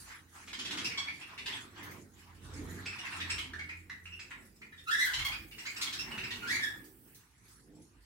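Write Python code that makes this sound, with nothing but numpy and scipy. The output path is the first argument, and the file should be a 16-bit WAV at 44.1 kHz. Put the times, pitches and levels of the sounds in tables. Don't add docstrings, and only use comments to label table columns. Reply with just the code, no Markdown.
import sys
import numpy as np
from scipy import signal
from scipy.fft import rfft, irfft, next_fast_len
from scipy.io import wavfile
from scipy.ndimage import uniform_filter1d, map_coordinates

SR = 44100
rng = np.random.default_rng(int(sys.argv[2]) if len(sys.argv) > 2 else 0)


def waveform_to_disk(signal):
    frames = np.transpose(np.atleast_2d(signal))
    scaled = np.clip(frames, -1, 1) * 32767
    samples = np.round(scaled).astype(np.int16)
    wavfile.write(sys.argv[1], SR, samples)


N = 355269

# start_s, relative level_db, top_pitch_hz, climb_s, step_per_overtone_db
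CHATTER_NOTES = [(0.474, -50.5, 2600, 0.0063, -12), (0.530, -42.5, 3160, 0.0042, -24),
                 (0.589, -42, 3426, 0.0063, -30), (0.649, -43, 3410, 0.0064, -24),
                 (0.707, -41, 3730, 0.006, -27), (0.771, -42, 3410, 0.0081, -19)]


def chirps():
    # start_s, level_db before a 6.5 dB lift, pitch_hz passed during the flick,
    # beak_resonance_hz, rasp_db against the tone
    chirp_rows = [(0.849, -32, 2663, 4050, -4), (0.919, -39, 2326, 2300, -3.5),
                  (0.979, -32.5, 1107, 3600, -10), (1.077, -38, 2280, 2540, -5.5),
                  (1.215, -44.5, 2710, 2910, -3), (1.3818, -41, 1102, 2800, 0.5),
                  (1.463, -35.5, 952, 3370, -3), (1.523, -39, 3345, 2620, -4.5),
                  (3.2066, -36, 1876, 2710, -2.5), (3.385, -36.5, 2620, 3060, 11),
                  (4.126, -44, 2800, 2180, -12.5), (4.3115, -44, 1160, 1680, 2),
                  (4.726, -50.5, 1930, 1850, -3), (4.781, -53, 1744, 3200, -6.5),
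                  (5.139, -31.5, 1029, 3560, -5), (5.1889, -34, 957, 3000, 9),
                  (5.2531, -31, 1093, 2880, -10.5), (5.3224, -36.5, 2376, 2880, -6),
                  (5.515, -49, 2520, 2740, -0.5), (5.8173, -31.5, 1201, 4200, 4.5),
                  (5.87, -39.5, 1108, 3420, -3), (5.9302, -37.5, 1780, 4150, -1),
                  (5.9934, -35.5, 2766, 4350, -6.5), (6.31, -36.5, 1043, 3350, -3.5),
                  (6.478, -43, 2550, 4530, -3.5)]
    out, t = np.zeros((2, N + SR)), np.arange(SR // 20) / SR
    burst = (t / 0.0036) * np.exp(1 - t / 0.0032)
    for s, db, pitch_hz, beak_hz, rasp_db in chirp_rows:
        treble_db = -17.5 + 19.5 * np.log2(beak_hz / 3000)
        shoulder_hz = max(beak_hz / np.sqrt(2), 1300)
        beak_curve = [(500, -60), (850, -22), (1250, -13), (shoulder_hz, -5), (beak_hz, 0),
                      (7200, treble_db), (10500, treble_db - 6), (16000, treble_db - 18.0)]
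        beak = lambda hz: amp(along(beak_curve, hz))
        swing = 0.045 + 0.5 * np.tanh(amp(2 * rasp_db))
        flick = 1 + swing * (.3 + .15 * wobble(250, size=len(t)) - np.exp(-t / .004))
        cycle = 2 * np.pi * np.cumsum(pitch_hz * flick) / SR
        tone = sum(beak(k * pitch_hz) * amp(-1.5 * k) * np.sin(k * cycle + k)
                   for k in range(1, int(9000 / pitch_hz)))
        rasp = filtered(rng.standard_normal(len(t)), beak)
        voice = unit(unit(tone) + amp(rasp_db) * unit(rasp))
        add(out, amp(db + 6.5) * burst * voice, s - .005, direct_db=-9.5)
    return out[:, :N]


def risers():
    # start_s, relative level_db, top_pitch_hz, climb_s, step_per_overtone_db
    single_notes = [(2.855, -36.5, 2800, 0.0064, -6), (2.922, -43, 2746, 0.0073, -12),
                    (2.983, -40.5, 2735, 0.0058, -7), (3.047, -43.5, 2790, 0.0047, -20),
                    (3.121, -39.5, 2800, 0.0052, -19), (3.295, -31.5, 2850, 0.0073, -3),
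                    (3.533, -37.5, 1895, 0.0034, -27), (3.896, -37.5, 2030, 0.0032, -15),
                    (3.590, -36.5, 2326, 0.0047, -32), (3.689, -37.5, 2405, 0.0042, -42),
                    (4.054, -43, 2780, 0.0031, -25), (4.191, -44, 2605, 0.0057, -3.5),
                    (4.615, -46, 2350, 0.0042, -44), (5.580, -43, 2850, 0.0059, -5),
                    (5.650, -38, 2365, 0.011, -4), (5.760, -39, 2830, .006, -3),
                    (6.112, -38, 2790, 0.0044, -32), (6.176, -36, 2890, 0.0065, -29),
                    (6.231, -37, 2580, 0.0064, -8.5)]
    start_hz, dwell_climbs, quaver = 1150, 2.3, .04
    out, t = np.zeros((2, N + SR)), np.arange(SR // 20) / SR
    for rows, rasp_db in [(CHATTER_NOTES, -1), (single_notes, -14)]:
        for s, db, top_hz, climb_s, step_db in rows:
            hz = top_hz - (top_hz - start_hz) * np.exp(-(t / climb_s) ** 2)
            cycle = 2 * np.pi * np.cumsum(hz * (1 + quaver * wobble(318, size=len(t)))) / SR
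            tone = sum(amp(step_db * k) * np.sin((k + 1) * cycle) for k in range(int(9000 / top_hz)))

            def resonance(f):
                peak = f * top_hz / np.abs(top_hz ** 2 - f * f + 1j * f * top_hz)
                return peak / (1 + (f / 8000) ** 4)

            rasp = filtered(rng.standard_normal(len(t)), resonance)
            u = t / (dwell_climbs * climb_s)
            voice = u * unit(tone) + amp(rasp_db) * np.tanh(u * 10) * unit(rasp)
            add(out, amp(db + 7.5) * np.exp(-u ** 4) * voice, s, direct_db=-5.5)
    return out[:, :N]


def pips():
    out, t = np.zeros((2, N + SR)), np.arange(SR // 100) / SR
    for s, db, *_ in CHATTER_NOTES:
        pip = np.hanning(len(t)) * np.sin(2 * np.pi * 1400 * rng.normal(1, .04) * t)
        add(out, amp(db - 14) * pip, s - .003, direct_db=9)
    return out[:, :N]


def squeals():
    # time_s, pitch_hz, level_db before the flutter
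    glides = [
        [(4.855, 1340, -61), (4.875, 1355, -38), (4.935, 1776, -34.5), (4.99, 1860, -31.5),
         (5.015, 1930, -36.5), (5.07, 1598, -32), (5.1, 1454, -46)],
        [(6.42, 1476, -52.5), (6.45, 1470, -44.5), (6.458, 1475, -41.5), (6.503, 1882, -33),
         (6.513, 2322, -32.5), (6.535, 2252, -36.5), (6.56, 1948, -39.5)],
        [(6.59, 1783, -50), (6.615, 1736, -34), (6.662, 1663, -53.5), (6.675, 1690, -69)],
    ]
    overtones_db = [4, -4, -9, -16, -17, -25]
    unsteadiness = [.052, .036, .032]
    out = np.zeros((2, N + SR))
    for rows, unsteady in zip(glides, unsteadiness):
        s, hz, db = np.transpose(rows)
        t = np.arange(s[0], s[-1], 1 / SR)
        pitch_hz, level_db = np.interp(t, s, hz), np.interp(t, s, db)
        shake = unsteady * (pitch_hz / 1700) ** 2
        cycle = 2 * np.pi * np.cumsum(pitch_hz * (1 + shake * wobble(200, size=len(t)))) / SR
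        effort_db = level_db - db.max()
        tone = sum(amp(g + 0.053 * k * effort_db) * np.sin(k * cycle)
                   for k, g in enumerate(overtones_db, 1))
        puffs = rng.standard_normal(len(t)) * (1 + np.cos(cycle))
        breath = filtered(puffs, lambda f: (f > 1000) * 9000 / (f + 9000))
        level = amp(level_db + 5.9 * wobble(85.2, size=len(t)))
        add(out, level * (unit(tone) + amp(-17) * unit(breath)), s[0], direct_db=-9)
    return out[:, :N]


def ticks():
    # start_s, level_db before a 10 dB lift
    tick_rows = [(1.829, -48), (1.911, -51), (5.0497, -39), (5.249, -37), (5.82, -44.5), (6.8423, -53.5),
                 (7.1472, -51), (7.482, -58)]
    # frequency_hz, relative level_db
    snap_colour = [(2000, -13.5), (5000, -4), (9000, -7.5), (15900, -2.5)]
    out, t = np.zeros((2, N + SR)), np.arange(SR // 50) / SR
    for s, db in tick_rows:
        snap = filtered(rng.standard_normal(len(t)), lambda hz: amp(along(snap_colour, hz)) * (hz > 1500))
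        add(out, amp(db + 10.0 - 60 * t / 0.025) * unit(snap), s, direct_db=-9.0)
    return out[:, :N]


def rustle():
    # start_s, hold_s, feathers_db, husks_db
    stirs = [(0.0, 0.1, -66, -53.5), (0.09, 0.045, -51.5, -70), (0.36, 0.065, -56.5, -54.5),
             (0.7, 0.51, -51, -63.5), (1.3, 0.052, -47.5, -78), (1.5, 0.078, -44.5, -51.5),
             (1.775, 0.13, -50, -68), (2.18, 0.18, -59, -68.5), (2.45, 0.63, -52.5, -60),
             (3.05, 0.39, -49, -60), (4.3, 0.024, -58, -68.5), (5.05, 0.29, -47, -56.5),
             (5.6, 0.24, -53.5, -56.5), (5.8, 0.82, -50, -66.5), (6.15, 0.61, -60, -65),
             (7.45, 0.088, -65.5, -63)]
    # feathers_db, husks_db
    still_db = [-72.5, -69.5]
    # frequency_hz, relative level_db
    feather_colour = [(400, -28), (900, -2.5), (1800, 2), (3000, -7), (6000, -16), (12000, -51)]
    # frequency_hz, relative level_db
    husk_colour = [(2000, -40), (4000, -4), (7500, 1.5), (10000, -0.5), (15900, -17)]
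    feathers_db, husks_db = swells(stirs, still_db, rise_db_per_s=315.0, fall_db_per_s=145)
    feathers = rush(feather_colour, patchy_db=3.5, source=rng.standard_normal((2, N)))
    patter = (rng.random(N) < 25 / SR) * amp(-14 * rng.random(N))
    settle = signal.fftconvolve(patter, amp(-60 * np.arange(SR // 8) / SR / 0.22))[:N]
    grains = rng.standard_normal((2, N)) * (1 + 1.8 * settle)
    husks = rush(husk_colour, patchy_db=4.5, source=grains)
    return amp(feathers_db + 2.08 * wobble(3.8, size=N)) * feathers + amp(husks_db) * husks


def air():
    # time_s, level_db
    air_level = [(4.8, -77), (5.05, -61.5), (7.15, -64.5), (7.35, -93.5)]
    # frequency_hz, relative level_db
    air_colour = [(8000, -1.5), (11000, -2.5), (15900, 3.5)]
    level_db, = curves(air_level)
    return amp(level_db) * rush(air_colour, patchy_db=-0.5, source=rng.standard_normal((2, N)))


def traffic():
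    # time_s, level_db
    traffic_level = [(0.0, -68.5), (0.9, -55.5), (1.37, -60.5), (1.9, -51.5), (2.11, -67), (2.62, -52),
                     (4.49, -67.5), (5.27, -59), (5.76, -68), (6.01, -52), (6.8, -55), (7.31, -72.5),
                     (7.81, -55.5), (7.9, -69.5)]
    # frequency_hz, relative level_db
    traffic_colour = [(90, 5), (150, 0), (300, 2), (420, -5), (600, -17.5), (900, -17.5)]
    level_db, = curves(traffic_level)
    murmur = rush(traffic_colour, patchy_db=4.0, source=rng.standard_normal((2, N)), size=4096)
    return amp(level_db + 3.35 * wobble(7.9, size=N)) * murmur


def engine():
    # time_s, level_db
    idle_level = [(0, -69), (0.9, -60.5), (1.4, -72), (2.3, -64), (4.3, -99), (4.8, -64), (5.4, -93),
                  (8.06, -91)]
    # start_s, hold_s, level_db before the wobble
    revs = [(2.55, 0.37, -46.5), (3.23, 0.19, -47), (3.55, 0.24, -52), (4.05, 0.11, -54.5)]
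    idle_db, = curves(idle_level)
    revs_db, = swells(revs, -100, rise_db_per_s=106, fall_db_per_s=117)
    turn = 2 * np.pi * np.cumsum(86.5 + 1.98 * wobble(5.3, size=N)) / SR
    drone = np.sin(turn) + amp(-13.0) * np.sin(2 * turn)
    return (amp(idle_db) + amp(revs_db)) * amp(2.7 * wobble(7.8, size=N)) * drone


def thuds():
    # start_s, hold_s, level_db
    thud_rows = [(2.45, 0.24, -54.5), (3.35, 0.07, -55.5), (5.2, 0.07, -47), (6.0, 0.37, -59.5),
                 (7.8, 0.024, -71)]
    # frequency_hz, relative level_db
    thud_colour = [(25, -45.5), (50, -1), (75, -9.5), (140, -12.5)]
    level_db, = swells(thud_rows, -69, rise_db_per_s=148.0, fall_db_per_s=62)
    return amp(level_db) * rush(thud_colour, patchy_db=2.5, source=rng.standard_normal((2, N)), size=4096)


def add(out, voice, s, direct_db):
    # frequency_hz, time_to_fall_60_db_s
    wall_decay = [(500, 0.32), (2000, 0.38), (5000, 0.3), (12000, 0.25)]
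    hz, t, z = signal.stft(rng.standard_normal((2, SR // 3)), SR, nperseg=256)
    tail = signal.istft(z * amp(-60 * t / along(wall_decay, hz)[:, None]), SR, nperseg=256)[1]
    tail *= 1 - np.exp(-np.arange(tail.shape[1]) / SR / 0.0037)
    tail /= np.linalg.norm(tail[0])
    tail[[0, 1], rng.integers(0, 12, size=2)] += amp(direct_db)
    heard = signal.fftconvolve(voice[None], tail, axes=1)
    out[:, round(s * SR):][:, :heard.shape[1]] += heard


def rush(spectrum, patchy_db, source, size=512):
    # frequency_hz, left_right_likeness (0 to 1)
    likeness = [(60, 0.97), (290, 0.87), (640, 0.67), (1400, 0)]
    z = signal.stft(source, nperseg=size)[2]
    field = uniform_filter1d(rng.standard_normal(z.shape[1:]), 4096 // size, 0)
    field = uniform_filter1d(field, 2 + 4096 // size, 1)
    pair = signal.istft(z * amp(patchy_db * unit(field)), nperseg=size)[1][:, :N]
    turn = lambda hz: np.arccos(np.clip(along(likeness, hz), 0, 1)) / 2
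    closed = [(spectrum[0][0] / 2, -120)] + list(spectrum) + [(spectrum[-1][0] * 2, -120)]
    mid, side = filtered(pair, lambda hz: amp(along(closed, hz)) * [np.cos(turn(hz)), np.sin(turn(hz))])
    return unit(np.array([mid + side, mid - side]))


def swells(rows, floor_db, rise_db_per_s, fall_db_per_s):
    t = np.arange(N) / SR
    power = amp(2 * np.reshape(floor_db, (-1, 1))) * np.ones(N)
    for s, hold, *db in rows:
        lost = rise_db_per_s * np.maximum(s - t, 0) + fall_db_per_s * np.maximum(t - s - hold, 0)
        power = power + np.outer(amp(2 * np.array(db)), amp(-2 * lost))
    return 10 * np.log10(power)


def curves(rows):
    s, *cols = np.transpose(rows)
    return [np.interp(np.arange(N) / SR, s, c) for c in cols]


def wobble(rate, size):
    knots = rng.standard_normal(size // 128 + 4)
    return map_coordinates(knots, [np.arange(size) * rate / SR])


def filtered(x, response):
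    m = next_fast_len(x.shape[-1] + 8192)
    return irfft(rfft(x, m) * response(np.fft.rfftfreq(m, 1 / SR)), m)[..., :x.shape[-1]]


def along(points, hz):
    f, v = np.transpose(points)
    return np.interp(np.log(hz + 1), np.log(f + 1), v)


def amp(db):
    return 10 ** (np.asarray(db) / 20)


def unit(x):
    return x / np.sqrt(np.mean(x ** 2) + 1e-20)


def scene():
    birds = chirps() + risers() + pips() + squeals() + ticks() + rustle()
    return birds + air() + traffic() + engine() + thuds()


def record(dry):
    # frequency_hz, left_minus_right_db
    tilt = [(300, -3.5), (2000, -.5), (4000, -2), (8000, .4), (13000, -6)]
    return filtered(dry, lambda hz: amp(np.outer([.5, -.5], along(tilt, hz))) * (hz < 15850))


dry = scene()
out = record(dry)
waveform_to_disk(out)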